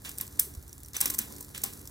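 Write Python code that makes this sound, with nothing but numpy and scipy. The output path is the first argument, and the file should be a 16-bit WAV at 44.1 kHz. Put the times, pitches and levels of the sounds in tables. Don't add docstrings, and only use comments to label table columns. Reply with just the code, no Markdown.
import sys
import numpy as np
from scipy import signal
from scipy.fft import rfft, irfft
from scipy.io import wavfile

SR = 44100
rng = np.random.default_rng(int(sys.argv[2]) if len(sys.argv) > 2 else 0)


def dump(signal):
    limited = np.clip(np.atleast_2d(signal).T, -1, 1)
    pcm = np.round(limited * 32767).astype(np.int16)
    wavfile.write(sys.argv[1], SR, pcm)


N = 83790
T = np.arange(N) / SR
GRID_HZ = np.maximum(np.fft.rfftfreq(2 * N, 1 / SR), 1)
DIRECT_ONLY = np.array([[1], [0]])
SNAP_RISE_S, TICK_FALL_S = 0.00045, 0.0019

# (frequency [Hz], gain [dB])
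SNAP_EQ = [(200, -17), (1000, -20), (1950, -12.5), (3000, -16), (4300, -13.5), (6000, -3.5), (7000, -7),
           (8300, 1.5), (9500, -4), (12000, -0.5), (15000, 1.5), (16500, -13)]
# (frequency [Hz], gain [dB])
TICK_EQ = [(200, -15), (1500, -15.5), (4000, -8.5), (6000, 0), (15000, -0.5), (16500, -4.5)]


def chain_on_teeth():
    # (frequency [Hz], relative level [dB])
    cassette_modes = [(8100, -2), (10750, 4.5), (11750, 3.5), (12850, -3), (14600, -8), (15350, -24)]
    ticks, snaps = link_ticks(), chain_snaps()
    hits = ticks + snaps
    drive = from_db(-0.5) * ticks + from_db(-1.5) * snaps
    cassette = body_response([(hz, db, 0.28) for hz, db in cassette_modes], spread=0.02)
    ring = from_db(-24) * resonate(drive, cassette)
    rattle = from_db(-10) * jingle(drive, t60=0.25)
    crack = from_db(-9) * resonate(hits, decay(rng.standard_normal(N), t60=0.04))
    return hits + ring + rattle + crack


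def chain_snaps():
    # (time [s], level [dB], hold [s], treble tilt [dB/octave], clink pitch [Hz], clink over snap [dB])
    snap_hits = [(0.0923, -33, 0.0018, -1, 8780, -6), (0.1844, -28, 0.00047, -1, 8500, -5.5),
                 (0.2113, -23, 0.0014, 0.5, 12900, -6.5), (0.3949, -17, 0.00085, 3, 8780, -2.5),
                 (0.3973, -17.5, 0.0013, 3, 14630, 1), (.966, -28, 0.0025, -3, 6100, 0),
                 (1.005, -26.5, 0.0068, -1.5, 10100, -10), (1.0116, -18, 0.0029, 2, 14450, -18),
                 (1.057, -23, 0.0039, -2.5, 10220, -10), (1.1004, -25, 0.0054, -1.5, 13400, -19),
                 (1.1435, -33.5, 0.0066, -3, 8080, -12), (1.189, -16.5, 0.0016, 1, 6150, -10),
                 (1.4073, -37.5, 0.0042, -.5, 6440, -10.5), (1.578, -33.5, 0.0017, -3.5, 8000, -6),
                 (1.6389, -22, 0.0016, -1.5, 8000, -3.5)]
    texture, snaps = grit(grain_db=2.0), np.zeros((2, N))
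    for start, db, hold, tilt, clink_hz, clink_db in snap_hits:
        burst = texture * envelope(start, hold, SNAP_RISE_S, fall_s=0.0013)
        snaps += from_db(db) * equalise(burst, SNAP_EQ, tilt)
        snaps[0] += clink(start, db + clink_db, clink_hz, hold, fall_s=0.00079)
    return snaps


def link_ticks():
    # (time [s], level [dB])
    link_hits = [(0.043, -46), (.1155, -39.5), (0.178, -35.5), (0.267, -44.5), (0.326, -49), (0.55, -43),
                 (.6265, -46), (0.679, -44), (0.7291, -41), (0.7801, -43.5), (0.803, -47.5), (.833, -42),
                 (0.86, -44), (.884, -44.5), (0.9334, -37), (1.078, -30.5), (1.139, -30.5), (1.184, -27),
                 (1.216, -37), (1.324, -39.5), (1.3635, -39), (1.383, -40), (1.4265, -38), (1.447, -44.5),
                 (1.49, -44.5), (1.6177, -35), (1.6361, -28), (1.6617, -36), (1.7341, -39), (1.774, -42),
                 (1.7925, -41), (1.8135, -45), (1.855, -42.5), (1.874, -38)]
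    ticks = equalise(grit_bursts([(start, db, 0.0011) for start, db in link_hits]), TICK_EQ)
    pitches_hz = rng.uniform(5700, 11740, len(link_hits))
    for (start, db), hz in zip(link_hits, pitches_hz):
        ticks[0] += clink(start, db - 6.5, hz, hold=0, fall_s=TICK_FALL_S)
    return ticks


def jingle(drive, t60):
    feedback = from_db(-60 / (t60 * SR)) ** 2
    energy = signal.lfilter([1 - feedback], [1, -feedback], drive[0] ** 2)
    return equalise(np.sqrt(energy + 1e-20) * grit(grain_db=0.5), SNAP_EQ)


def rasps_and_frame():
    # (time [s], level [dB], hold [s], relative frame shake [dB])
    scrapes = [(0.049, -39.5, 0.0071, -0.5), (0.2002, -43.5, 0.0055, 2.5), (0.392, -42.5, 0.0064, -3),
               (.944, -38, 0.02, -14), (1.012, -35, 0.019, -3), (1.058, -37.5, 0.0058, 4),
               (1.115, -46, 0.004, 10), (1.186, -39, 0.01, 1), (1.547, -40, 0.0055, -23),
               (1.637, -39, 0.0054, 1.5)]
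    # (frequency [Hz], gain [dB])
    rasp_eq = [(300, -6), (700, -4.5), (1500, -0.5), (3000, 5.5), (4500, -1.5), (8000, -0.5), (16000, -8.5)]
    # (time [s], level [dB])
    drone_levels = [(0, -66), (.5, -56), (.72, -69), (.95, -69), (1.33, -50), (1.48, -59.5), (1.7, -52),
                    (1.9, -60.5)]
    # (frequency [Hz], gain [dB])
    drone_eq = [(120, -41), (200, 0), (400, 2), (560, -8), (1200, -17)]
    # (frequency [Hz], relative level [dB], t60 [s])
    frame_modes = [(205.7, -2.5, 0.12), (244.3, -5.5, 0.41), (292.5, -1, 0.39), (384, -8, 0.39),
                   (1033, 0.5, 0.071)]
    shape = dict(rise_s=0.0012, fall_s=0.039, grain_db=1.5)
    rasp = grit_bursts([(start, db, hold) for start, db, hold, _ in scrapes], **shape)
    shake = grit_bursts([(start, db + lift, hold) for start, db, hold, lift in scrapes], **shape)
    drone = equalise(fader(drone_levels) * rng.standard_normal((2, N)), drone_eq)
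    drive = from_db(-15.5) * shake + from_db(-20) * drone
    frame = resonate(drive, body_response(frame_modes, spread=0.04))
    return equalise(rasp, rasp_eq) + drone + frame


def cage_knocks():
    # (time [s], level [dB], pitch [Hz])
    knocks = [(1.0125, -43, 820), (1.058, -40, 1027), (1.306, -49.5, 1015), (1.412, -54, 998),
              (1.639, -40.5, 791)]
    return DIRECT_ONLY * sum(clink(start, db, hz, hold=0, fall_s=0.015) for start, db, hz in knocks)


def pulley_pings():
    # (time [s], level [dB])
    ping_hits = [(0.5391, -46), (0.694, -46), (.848, -44)]
    pings = equalise(grit_bursts([(start, db, 0) for start, db in ping_hits]), TICK_EQ)
    pings[0] += sum(clink(start, db, hz=5800, hold=0, fall_s=0.002) for start, db in ping_hits)
    return pings


def roller_sizzle():
    # (time [s], relative level [dB])
    sizzle_levels = [(0, -53.5), (.1, -47.5), (.65, -54.5), (.92, -56.5), (1.3, -47), (1.52, -52),
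                     (1.7, -48.5), (1.9, -51.5)]
    # (frequency [Hz], gain [dB])
    sizzle_eq = [(400, 0), (1000, 1), (3000, -11), (6000, -1.5), (15000, -1), (16500, -35)]
    return from_db(-4.5) * equalise(fader(sizzle_levels) * grit(grain_db=4.5), sizzle_eq)


def soft_thuds():
    # (time [s], level [dB], pitch [Hz], half-width [s])
    bumps = [(0.343, -41, 68.6, 0.02), (0.475, -44, 403, 0.0065), (0.581, -32, 69.4, 0.0096),
             (1.205, -42.5, 222, 0.015)]
    thuds = np.zeros(N)
    for centre, db, hz, width in bumps:
        bell = np.exp(-((T - centre) / width) ** 2)
        thuds -= from_db(db) * bell * np.cos(2 * np.pi * hz * (T - centre))
    return DIRECT_ONLY * thuds


def low_hum(waver=0.13):
    # (frequency [Hz], level [dB])
    partials = [(70.5, -58), (141, -60.5)]
    hum = np.zeros(N)
    for hz, db in partials:
        tone = np.sin(2 * np.pi * hz * T + waver * drift(rate_hz=7.4))
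        hum += from_db(db) * unit_rms(tone * (1 + waver * drift(rate_hz=8.9)))
    return DIRECT_ONLY * hum


def outdoor_rumble():
    # (frequency [Hz], gain [dB])
    rumble_eq = [(20, -20), (55, -0.5), (100, 1), (160, -12), (400, -14.5), (600, -24), (2500, -31),
                 (16000, -45)]
    return from_db(-52.5) * equalise(rng.standard_normal((2, N)), rumble_eq)


def clink(start, db, hz, hold, fall_s):
    tone = np.sqrt(2) * np.sin(2 * np.pi * hz * (T - start))
    return from_db(db) * tone * envelope(start, hold, SNAP_RISE_S, fall_s)


def grit(grain_db):
    return unit_rms(rng.standard_normal((2, N)) * from_db(grain_db * drift(rate_hz=1200)))


def grit_bursts(rows, rise_s=0.00011, fall_s=TICK_FALL_S, grain_db=2.5):
    power = sum((from_db(db) * envelope(start, hold, rise_s, fall_s)) ** 2 for start, db, hold in rows)
    return np.sqrt(power + 1e-20) * grit(grain_db)


def body_response(rows, spread):
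    response = np.zeros(N)
    for hz, db, t60 in rows:
        warped_time = T + spread * np.cumsum(drift(rate_hz=247.0)) / SR
        response += from_db(db) * decay(np.sin(2 * np.pi * hz * warped_time), t60)
    return response


def resonate(x, response):
    return signal.fftconvolve(x, np.atleast_2d(response), axes=-1)[:, :N]


def envelope(start, hold, rise_s, fall_s):
    return np.exp(np.minimum(T - start, 0) / rise_s - np.maximum(T - start - hold, 0) / fall_s)


def decay(x, t60):
    return unit_rms(x * from_db(-60 * T / t60)) / np.sqrt(N)


def fader(points):
    return from_db(np.interp(T, *np.transpose(points)))


def equalise(x, points, tilt=0):
    octaves = np.log2(np.maximum(GRID_HZ, 1000) / 1000)
    gain = from_db(frequency_curve(points) + tilt * octaves)
    return irfft(rfft(x, 2 * N) * unit_rms(gain))[..., :N]


def frequency_curve(points):
    hz, value = np.transpose(points)
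    return np.interp(np.log(GRID_HZ), np.log(hz), value)


def drift(rate_hz):
    return unit_rms(np.interp(T * rate_hz, np.arange(N), rng.standard_normal(N)))


def from_db(db):
    return 10 ** (np.asarray(db) / 20)


def unit_rms(x):
    return x / np.sqrt(np.mean(x ** 2) + 1e-20)


def scene():
    # (frequency [Hz], left lead [rad])
    left_lead = [(350, .1), (700, 1.9), (1050, 1.7), (1500, .6), (2070, -2), (3100, -3.5), (4000, -6.1),
                 (6400, -6.2), (7200, -5.6), (7900, -6.28), (11000, -6.3), (15000, -6.9)]
    # (frequency [Hz], left over right [dB])
    balance = [(60, -1.4), (130, -0.5), (290, -5.5), (700, 0), (1500, -5), (3000, -1), (7000, -1),
               (15000, 0.5)]
    # (frequency [Hz], diffuse share of the power [0-1])
    width = [(100, 0.0075), (1200, 0.39), (2500, 0.061), (15000, 0.0075)]
    bicycle = chain_on_teeth() + rasps_and_frame() + cage_knocks() + pulley_pings() + roller_sizzle()
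    background = soft_thuds() + low_hum() + outdoor_rumble()
    direct, diffuse = rfft(bicycle + background, 2 * N)
    share = np.clip(frequency_curve(width), 0, 1)
    sides = np.array([[1], [-1]])
    stereo = np.sqrt(1 - share) * direct + sides * np.sqrt(share) * diffuse
    pan = from_db(sides * frequency_curve(balance) / 2)
    phase_shift = np.exp(1j * sides * frequency_curve(left_lead) / 2)
    return irfft(pan * phase_shift * stereo)[:, :N]


def record(dry):
    stopband_hz = 16700
    return signal.sosfilt(signal.cheby2(16, 60, stopband_hz, fs=SR, output="sos"), dry)


dry = scene()
out = record(dry)
dump(out)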